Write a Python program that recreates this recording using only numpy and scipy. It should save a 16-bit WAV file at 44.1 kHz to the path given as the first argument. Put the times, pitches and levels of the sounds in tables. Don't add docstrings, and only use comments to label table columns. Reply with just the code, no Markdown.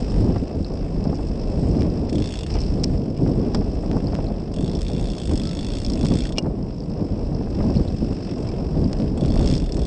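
import sys
import numpy as np
from scipy import signal
from scipy.fft import rfft, irfft
from scipy.io import wavfile
from scipy.ndimage import uniform_filter1d

SR = 44100
rng = np.random.default_rng(int(sys.argv[2]) if len(sys.argv) > 2 else 0)


def invert_db(level):
    return 10 ** (np.asarray(level, dtype=float) / 20)


def transcribe(u):
    v = np.clip(np.atleast_2d(u).T, -1, 1)
    q = np.round(v * 32767).astype(np.int16)
    wavfile.write(sys.argv[1], SR, q)


N = 434826
T = np.arange(N) / SR

# t/s, buffeting level/dB, frame rumble level/dB, tyre crunch level/dB
RIDE_LEVELS = [(0.0, -33, -30, -34.5), (0.22, -18.5, -20.5, -31), (0.24, -26, -23, -32.5),
               (0.44, -24.5, -28.5, -38), (0.52, -33.5, -27, -30), (0.6, -27.5, -27, -42),
               (0.69, -30.5, -28.5, -33), (1.18, -25.5, -27, -35.5), (1.56, -28.5, -23.5, -31),
               (1.64, -20, -23, -32.5), (2.06, -29, -22.5, -31), (2.22, -25.5, -26.5, -34.5),
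               (2.47, -25, -28, -35.5), (2.94, -24.5, -21.5, -35.5), (3.07, -37, -28, -39.5),
               (3.35, -27.5, -23.5, -33.5), (3.79, -27, -25.5, -33), (4.06, -24.5, -25, -32.5),
               (4.34, -33, -27, -35.5), (5.11, -24.5, -26, -34), (5.16, -36, -25.5, -34),
               (5.32, -21.5, -37, -40.5), (5.43, -26.5, -27, -36), (6.12, -25.5, -25, -36.5),
               (6.34, -33, -26.5, -35), (6.76, -33, -28.5, -37), (7.69, -26.5, -21, -32),
               (7.8, -21.5, -27, -33), (7.96, -29.5, -26.5, -36.5), (8.02, -22, -27.5, -36.5),
               (8.32, -37.5, -27, -35.5), (8.81, -22, -26.5, -33), (8.87, -28.5, -24.5, -36),
               (9.42, -21, -23.5, -32), (9.83, -24, -34.5, -37.5), (9.86, -32, -24, -38)]
# start t/s, length/s, rumble level/dB
TRAIL_BUMPS = [(0.162, 0.091, -22), (0.283, 0.036, -22), (0.343, 0.019, -29), (0.418, 0.031, -22),
               (0.547, 0.075, -21.5), (1.062, 0.054, -23), (1.574, 0.2, -24), (2.12, .06, -20),
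               (2.194, 0.031, -19.5), (2.72, 0.094, -24.5), (2.89, 0.087, -31), (3.195, 0.13, -19),
               (3.447, 0.038, -18), (3.546, 0.06, -21.5), (3.904, 0.068, -23.5), (4.569, 0.1, -24),
               (4.924, 0.08, -23), (5.282, 0.071, -19), (6.031, 0.032, -20), (6.1, 0.064, -18),
               (6.43, 0.095, -24.5), (7.576, 0.15, -22.5), (7.756, 0.066, -18.5), (8.007, 0.039, -19),
               (8.105, 0.026, -18), (8.763, 0.1, -19.5), (8.993, 0.058, -20), (9.217, 0.021, -13.5),
               (9.377, 0.197, -20.5), (9.616, 0.029, -23.5), (9.733, 0.099, -22.5)]
# f/Hz, level/dB per Hz
AIR_COLOUR = [(12, -21), (24, -5), (38, 2), (50, 0), (75, -5), (110, -11.5), (250, -47)]
# f/Hz, level/dB per Hz
FRAME_COLOUR = [(30, -21.5), (70, -1.5), (125, 0), (190, 1), (290, -2.5), (400, -9.5), (600, -16.5),
                (1200, -49.5)]
# f/Hz, level/dB per Hz
TYRE_COLOUR = [(200, -20), (400, 0), (560, -5), (680, -5), (850, -13), (1080, -17), (1340, -27),
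               (1900, -33), (2600, -34), (3800, -46), (6000, -58), (9000, -62)]
# t/s, relative level/dB, tilt from bass to treble/dB
MOUNT_POPS = [(0.435, -32, 11), (0.556, -28, 5), (1.821, -12.5, -7), (3.9146, -13.5, -9),
              (4.1522, -12.5, -7), (4.191, -35, 6), (4.818, -22, 28), (6.057, -7.5, -1), (7.435, -28, -9),
              (8.932, -13, -5), (9.001, -18, -6), (9.021, -20.5, -7), (9.251, -19, -12)]
# f/Hz, gain/dB
POP_COLOUR = [(300, -1.5), (8000, -4.5), (9500, -11.5), (10500, -25), (12500, -36), (20000, -73.5)]
# t/s, relative level/dB, nominal f/Hz, t60/s
STONE_PINGS = [(0.6454, -24, 4180, 0.016), (1.152, -34, 6500, .03), (2.636, -31.5, 4400, 0.023),
               (2.7985, -34, 4260, 0.018), (3.5495, -26, 3340, 0.035), (4.069, -33.5, 4560, 0.033),
               (4.2672, -33, 4100, 0.022), (4.2837, -39, 4370, 0.036), (4.754, -31, 5500, 0.033),
               (6.255, -26, 1780, 0.014), (6.333, -42, 4900, 0.0087), (6.374, -22.5, 3230, 0.023),
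               (6.425, -40, 7960, .02), (6.494, -48, 7900, .025), (6.626, -38, 5040, .02),
               (6.835, -35, 4700, 0.014), (7.758, -33, 4500, 0.023), (7.769, -27, 4320, .025),
               (7.877, -35, 3880, 0.062), (8.8423, -26, 4800, 0.011)]
# t/s, f/Hz, level/dB
SQUEAK_PATH = [(5.418, 632, -72), (5.434, 640, -53), (5.486, 661, -49), (5.518, 666, -54), (5.55, 669, -61),
               (5.62, 669, -68)]
# multiple of the pitch, level/dB
SQUEAK_PARTIALS = [(1, 3), (2, 3), (4, -12)]
# t/s, relative level/dB, share of metal ring (0-1), decay time of the dry tail/ms
SNAP_EVENTS = [(1.155, -29, 0.24, 4), (2.636, -27, 0.2, 3), (2.658, -37, 0.2, 3), (1.808, -23, 0.3, 1.5),
               (2.517, -27, 0.1, 2.7), (2.54, -20, 0.15, 3), (2.554, -22.5, 0.44, 4.4),
               (2.5866, -36, 0.3, 2.7), (2.604, -22, 0, 5.1), (2.616, -21, 0.1, 4), (2.836, -14, 0, 2.1),
               (2.84, -6, 0.01, 1.1), (2.843, -8, 0.03, 0.72), (3.175, -28, 0.26, 2.3),
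               (3.547, -12.5, 0.08, 4.1), (4.145, -27, 0, 1.6), (4.818, -21, 0, 1.4),
               (5.848, -18, 0.05, 1.6), (5.864, -17.5, 0, 1.8), (5.8997, -18.5, 0, 2.7),
               (5.935, -17.5, 0, 2.2), (6.139, -19, 0.07, 3.1), (6.221, -19, 0.4, 3.7),
               (6.253, -22, 0.1, 1.7), (6.357, -33, 0.3, 3), (6.364, -29, 0.7, 4), (6.373, -23, 0.5, 5.8),
               (6.3833, -1.5, 0.34, 1.2), (6.384, -8, 0.3, 4.5), (6.425, -33, 0.15, 2.6),
               (6.464, -35, 0.2, 3), (7.752, -27, 0.4, 5), (7.876, -33, 0.1, 4), (8.312, -25, 0.04, 0.76),
               (8.489, -24, 0.25, 2.4), (8.93, -18, 0, 1.7), (9.458, -21, 0.02, 2.7),
               (9.474, -19.5, 0.1, 3), (9.499, -24, 0, 3), (9.512, -20, 0.1, 3.6), (9.538, -19, 0.1, 3),
               (9.552, -21, 0, 3.5), (9.579, -18.5, 0.02, 3.4), (9.722, -22, 0, 4)]
# f/Hz, level/dB, t60/s
DRIVE_MODES = [(2375, 0, .03), (2600, -4, .012), (2850, -3, .036), (3250, -6, .012), (4300, -8, .01)]
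# t/s, relative level/dB, brightness of the upper modes/dB
WHEEL_KNOCKS = [(0.099, -27, -13), (0.276, -23, -25), (0.36, -13, -12), (0.598, -26, -23),
                (1.054, -20, -24), (1.129, -20, -12), (1.189, -21, -27), (1.634, -22, -20),
                (1.785, -22, -19), (2.184, -28, -20), (2.513, -29, -14), (2.553, -16.5, -17),
                (2.899, -26, -21), (3.263, -17.5, -20), (3.289, -23, -22), (3.443, -27, -18),
                (3.546, -18.5, 1), (3.552, -21, -18), (3.615, -20, -23), (3.836, -23, -16),
                (3.967, -17, -13), (4.132, -20, -12), (4.188, -18, -23), (4.609, -24, -22),
                (4.948, -27, -26), (5.312, -20, -4), (5.685, -28, -12), (6.037, -19, -18), (6.054, -24, -8),
                (6.115, -15.5, -19), (6.303, -23, -16), (6.382, -16, -10), (6.445, -22, -16),
                (6.457, -19, -17), (6.467, -20, -19), (6.905, -28, -27), (6.994, -28, -23),
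                (7.319, -23, -23), (7.411, -23, -21), (7.471, -21.5, -23), (7.604, -14, -14),
                (7.641, -20.5, -22), (7.698, -20, -18), (7.795, -19, -22), (7.851, -26.5, -23),
                (8.124, -26, -19.5), (8.743, -20, -19), (9.0, -25, -15), (9.176, -25, -21),
                (9.246, -24, -11), (9.302, -27, -20), (9.364, -19, -20), (9.405, -21, -23),
                (9.451, -25, -21), (9.778, -22, -17)]
# f/Hz, level/dB, t60/s
MOUNT_MODES = [(298, 0.5, 0.012), (447, 3, 0.011), (600, 3, 0.01), (760, 1, .01), (930, 0, 0.009),
               (1120, 0, 0.009), (1400, -3, 0.008), (1690, -9, 0.006)]
# t/s, chain level/dB
PEDAL_SPELLS = [
    [(0.0, -36), (0.46, -41.5), (1.07, -42.5), (1.34, -39.5), (2.09, -41)],
    [(2.5, -33), (2.66, -36), (2.852, -45.5), (3.19, -43), (3.87, -40), (4.352, -43), (4.53, -45)],
    [(6.4, -56), (6.67, -46.5), (6.84, -44), (7.38, -44), (7.69, -40), (8.45, -37.5), (8.74, -43.5),
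     (8.99, -40), (9.17, -48.5)],
]
LINK_RATES = (53.5, 51.5, 50.5)
# f/Hz, level/dB per Hz
LINK_BANDS = [
    [(800, 2.5), (2000, -1), (2480, 0), (2640, 7), (2800, 0), (3600, -0.5), (4400, -25)],
    [(2800, -29), (3800, -4), (5000, 1.5), (6200, 1), (7200, -27)],
    [(5400, -34), (6600, -1.5), (9000, -3.5)],
]
# t/s, ratchet teeth passed
COAST_SPELLS = [
    [(2.0949, 0), (2.1271, 1), (2.1814, 3), (2.2402, 6), (2.3707, 14), (2.4073, 16), (2.4322, 17),
     (2.4641, 18)],
    [(4.5394, 0), (4.6073, 3), (4.6775, 7), (4.7677, 12), (4.8481, 16), (4.9159, 20), (5.026, 27),
     (5.0842, 31), (5.1814, 37), (5.2342, 40), (5.3126, 44), (5.3966, 48), (5.4715, 52), (5.6085, 59),
     (5.6846, 63), (5.7686, 68), (5.8636, 74), (6.01, 82), (6.0844, 86), (6.1532, 90), (6.2035, 93),
     (6.2682, 97), (6.2907, 98), (6.3217, 99)],
    [(9.1743, 0), (9.2075, 1), (9.2355, 2), (9.3019, 5), (9.4105, 11), (9.4743, 15), (9.5115, 18),
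     (9.5781, 23), (9.6605, 27), (9.7217, 29), (9.7433, 30), (9.8163, 33), (9.8512, 35)],
]
# t/s, relative level/dB at 55 teeth a second
RATCHET_LEVELS = [
    [(2.09, -54), (2.2, -52), (2.35, -51.5), (2.47, -52.5)],
    [(4.53, -57), (4.62, -56), (5.0, -54), (5.2, -52.5), (5.6, -50.5), (5.95, -54), (6.15, -47.5),
     (6.33, -53.5)],
    [(9.17, -56), (9.35, -52), (9.52, -49), (9.62, -54.5), (9.78, -56.5), (9.86, -54.5)],
]
# f/Hz, level/dB, t60/s
HUB_MODES = [(2714, -8, 0.016), (2845, -7, 0.035), (3305, -10, 0.014), (3455, -2.5, 0.032),
             (3560, -5, 0.024), (4000, -11, 0.018), (4540, -9, 0.022), (4700, -15, 0.012), (6510, -5, 0.02),
             (7480, -7, 0.016), (8140, -7, 0.012), (10100, -9, .02), (10600, -5, .02), (11800, -1, .018)]
# f/Hz, gain/dB
TICK_BANDS = [
    [(700, -36), (1500, -22.5), (2050, -19), (2450, -4), (3300, 0), (4200, -12)],
    [(2800, -28.5), (3800, 6), (4600, 0.5), (5300, -0.5), (6000, -3.5), (7200, -21)],
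    [(5000, -32.5), (6400, 7), (8200, 6.5), (9300, 8), (10000, 1.5), (12000, -13.5)],
]
# f/Hz, gain/dB
CASE_COLOUR = [(300, 2.5), (3800, -6.5), (4600, -2.5), (5300, 5), (5750, -5.5), (6200, -14), (7200, -13.5),
               (8200, -8.5), (8700, -14.5), (9200, -26.5), (9900, -35.5), (10800, -39.5), (11800, -40),
               (12800, -57), (20000, -72.5)]


def colour(x, points):
    hz, db = np.transpose(points)
    size = 2 ** 14
    bins_hz = np.arange(size // 2 + 1) * SR / size
    gain_db = np.interp(np.log(bins_hz + 1), np.log(hz), db)
    cepstrum = irfft(np.log(invert_db(gain_db)))
    cepstrum[1:size // 2] *= 2
    cepstrum[size // 2 + 1:] = 0
    response = irfft(np.exp(rfft(cepstrum)))[:size // 2]
    return signal.fftconvolve(x, response)[:N]


def unit(x):
    return x / np.sqrt(np.mean(x ** 2))


def walk(rate):
    hold = int(SR / rate)
    steps = np.repeat(rng.standard_normal(N // hold + 1), hold)
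    return 1.25 * uniform_filter1d(uniform_filter1d(steps, hold), hold)[:N]


def contacts(per_s, spread_db):
    chance = rng.random((3, N))
    hit = chance[0] < per_s / SR
    sign = np.sign(chance[1] - .5)
    return hit * sign * invert_db(-spread_db * np.log(1 - chance[2]))


def bursts(times, gains, tails_ms, edge):
    out, t_ms = np.zeros(N + 2048), np.arange(2048) / SR * 1000
    for s, gain, tail_ms in zip(times, gains, tails_ms):
        i = min(int(s * SR), N)
        out[i] += gain * edge
        decay = np.exp(-t_ms / max(tail_ms, .1))
        out[i:i + len(t_ms)] += gain * decay * rng.standard_normal(len(t_ms))
    return out[:N]


def ring(x, modes):
    t = T[:4096]
    response = sum(invert_db(db) * np.sin(2 * np.pi * hz * t) * np.exp(-np.log(1000) * t / t60)
                   for hz, db, t60 in modes)
    return signal.fftconvolve(x, response / np.sqrt(np.sum(response ** 2)))[:N]


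def buffeting(air_db, bump):
    gust_db, bump_bass_db = 1.5, -10.5
    air = unit(colour(rng.standard_normal(N), AIR_COLOUR))
    return air * np.hypot(invert_db(air_db + gust_db * walk(12)), bump * invert_db(bump_bass_db))


def frame_rumble(frame_db, bump, rough):
    jolts = contacts(1500, 1.83) * invert_db(0.77 * rough + 0.83 * walk(60))
    return unit(colour(jolts, FRAME_COLOUR)) * np.hypot(invert_db(frame_db), bump)


def tyre_crunch(tyre_db, bump, rough):
    bump_crunch_db = -17
    dirt = contacts(6000, 1.78) * invert_db(1.85 * walk(50) + 0.2 * rough)
    return unit(colour(dirt, TYRE_COLOUR)) * np.hypot(invert_db(tyre_db), bump * invert_db(bump_crunch_db))


def ground():
    bump_edge_s, trail_db = 0.014, 1.2
    s, *columns = np.transpose(RIDE_LEVELS)
    air_db, frame_db, tyre_db = (np.interp(T, s, column) for column in columns)
    bump = sum(invert_db(db) * np.clip(np.minimum(T - start, start + length - T) / bump_edge_s + .5, 0, 1)
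               for start, length, db in TRAIL_BUMPS)
    rough, swell_db = walk(22), trail_db * walk(9)
    return (buffeting(air_db, bump) + frame_rumble(frame_db + swell_db, bump, rough)
            + tyre_crunch(tyre_db + swell_db, bump, rough))


def pops():
    s, db, tilt_db = np.transpose(MOUNT_POPS)
    dull = uniform_filter1d(bursts(s, invert_db(db - tilt_db / 2), 0 * s, 7.7), size=6)
    thin = signal.lfilter([1, -1], [1, -.5], bursts(s, invert_db(db + tilt_db / 2), 0 * s, 9.0))
    return colour(invert_db(-8.5) * dull + invert_db(-18) * thin, POP_COLOUR)


def pings():
    sag, roughness = 0.036, 1
    out, t = np.zeros(N), T[:2048]
    for s, db, hz, t60 in STONE_PINGS:
        rough = 1 + roughness * unit(uniform_filter1d(rng.standard_normal(len(t)), size=40))
        pitch = hz * (1 + sag * (np.exp(-3 * t / t60) - .5))
        phase = 2 * np.pi * np.cumsum(pitch) / SR
        envelope = (1 - np.exp(-t / 0.0005)) * np.exp(-np.log(1000) * t / t60)
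        i = int(s * SR)
        out[i:i + len(t)] += invert_db(db) * rough * np.sin(phase) * envelope
    return out


def squeak():
    s, hz, db = np.transpose(SQUEAK_PATH)
    pitch = np.interp(T, s, hz) * (1 + 0.0067 * walk(97))
    phase = 2 * np.pi * np.cumsum(pitch) / SR
    tone = sum(invert_db(level_db) * np.sin(round(k) * phase) for k, level_db in SQUEAK_PARTIALS)
    return np.sqrt(2) * tone * invert_db(np.interp(T, s, db)) * (T > s[0]) * (T < s[-1])


def snaps():
    count, floor_db, most_metal, tick_tail_ms = 10, -32, 0.16, 2.1
    ticks = [(T[-1] * a, floor_db + 6 * b, most_metal * c, tick_tail_ms)
             for a, b, c in rng.random((count, 3))]
    s, db, metal, tail_ms = np.transpose(list(SNAP_EVENTS) + ticks)
    metal = np.clip(metal, 0, 1)
    dry_gain = invert_db(db) * (1 - metal)
    chatter = colour(bursts(s, dry_gain, tail_ms, 7.7),
                     [(1000, -29), (3000, -9.0), (4400, 2.0), (5600, 5.5), (9000, -3.0), (12000, -14.0)])
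    touch_gain = dry_gain / np.sqrt(np.maximum(tail_ms, .1))
    touch = colour(bursts(s, touch_gain, 0 * tail_ms, 5.9),
                   [(500, -25.5), (1500, -12.0), (4000, -8.5), (9000, -7.5)])
    strike = colour(bursts(s, invert_db(db) * metal, 0.5 * tail_ms, 6.6),
                    [(900, -23.5), (2050, -13.5), (2350, 1.5), (9000, 8.5)])
    return invert_db(-3.5) * chatter + invert_db(-8.0) * touch + ring(strike, DRIVE_MODES)


def knocks():
    tail_ms, push_ms = 7.4, 0.22
    upper_hz, uneven_db = 850, 1.5
    s, db, bright_db = np.transpose(WHEEL_KNOCKS)
    tails, push = np.full(len(s), tail_ms), max(int(push_ms * SR / 1000), 1)
    low = uniform_filter1d(bursts(s, invert_db(db - 15.0), tails, 3.9), push)
    high = uniform_filter1d(bursts(s, invert_db(db + bright_db - 11.5), tails, 3.9), push)
    return sum(invert_db(mode_db + uneven_db * walk(25)) * ring(high if hz > upper_hz else low, [(hz, 0, t60)])
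               for hz, mode_db, t60 in MOUNT_MODES)


def chain():
    flicker_db = 2
    mesh = np.zeros(N)
    for spell, rate in zip(PEDAL_SPELLS, LINK_RATES):
        s, db = np.transpose(spell)
        links = np.cumsum(rate * (1 + .05 * walk(3) + .05 * walk(30))) / SR
        alternate = invert_db(-3 * (links % 2 > 1))
        seat = np.sin(np.pi * (links % 1) ** .5) ** 4 * alternate
        on = np.clip(np.minimum(T - s[0], s[-1] - T) / 0.03 + 1, 0, 1)
        mesh += unit(seat + 0.49) * invert_db(np.interp(T, s, db)) * on
    return sum(colour(unit(contacts(18000, 2.86)) * mesh * invert_db(flicker_db * walk(45)), band)
               for band in LINK_BANDS)


def freewheel():
    db_per_octave = -1
    scatter_db, jitter_s, turn_db = .8, .0003, 1.8
    times, levels = [], []
    for spell, curve in zip(COAST_SPELLS, RATCHET_LEVELS):
        s, tooth = np.transpose(spell)
        tooth = np.round(tooth)
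        at = np.interp(np.arange(tooth[-1] + 1), tooth, s)
        octaves = np.log2(1 / np.gradient(at) / 55)
        times += list(at)
        levels += list(np.interp(at, *np.transpose(curve)) + db_per_octave * octaves)
    count = len(times)
    chance = rng.standard_normal((count, 5)).T
    times = np.array(times) + jitter_s * chance[3]
    levels = np.array(levels) + scatter_db * chance[4]
    drop = bursts(times + .0008, invert_db(levels + chance[0]), np.full(count, 1.6), 2.2)
    bounce = bursts(times + .004 + 0.0015 * chance[1], invert_db(levels + 2.5 * chance[2] - 12.0),
                    np.full(count, 1.8), 1.5)
    drag = bursts(times, invert_db(levels - 8), np.full(count, 10.0), 0)
    blows = drop + bounce + drag
    hub = sum(invert_db(db) * ring(blows * invert_db(turn_db * walk(35)), [(hz, 0, t60)]) for hz, db, t60 in HUB_MODES)
    tick = sum(colour(blows * invert_db(turn_db * walk(40)), band) for band in TICK_BANDS)
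    return invert_db(20.5) * (hub + invert_db(7) * tick)


def scene():
    background = ground() + pings() + squeak()
    foreground = snaps() + knocks() + chain() + freewheel()
    return (colour(background + foreground, CASE_COLOUR) + pops())[None]


def top_cut(x):
    return signal.sosfilt(signal.butter(12, 13800, fs=SR, output="sos"), x)


def record(dry):
    mix = np.tanh(0.81 * dry)
    return top_cut(mix)


dry = scene()
out = record(dry)
transcribe(out)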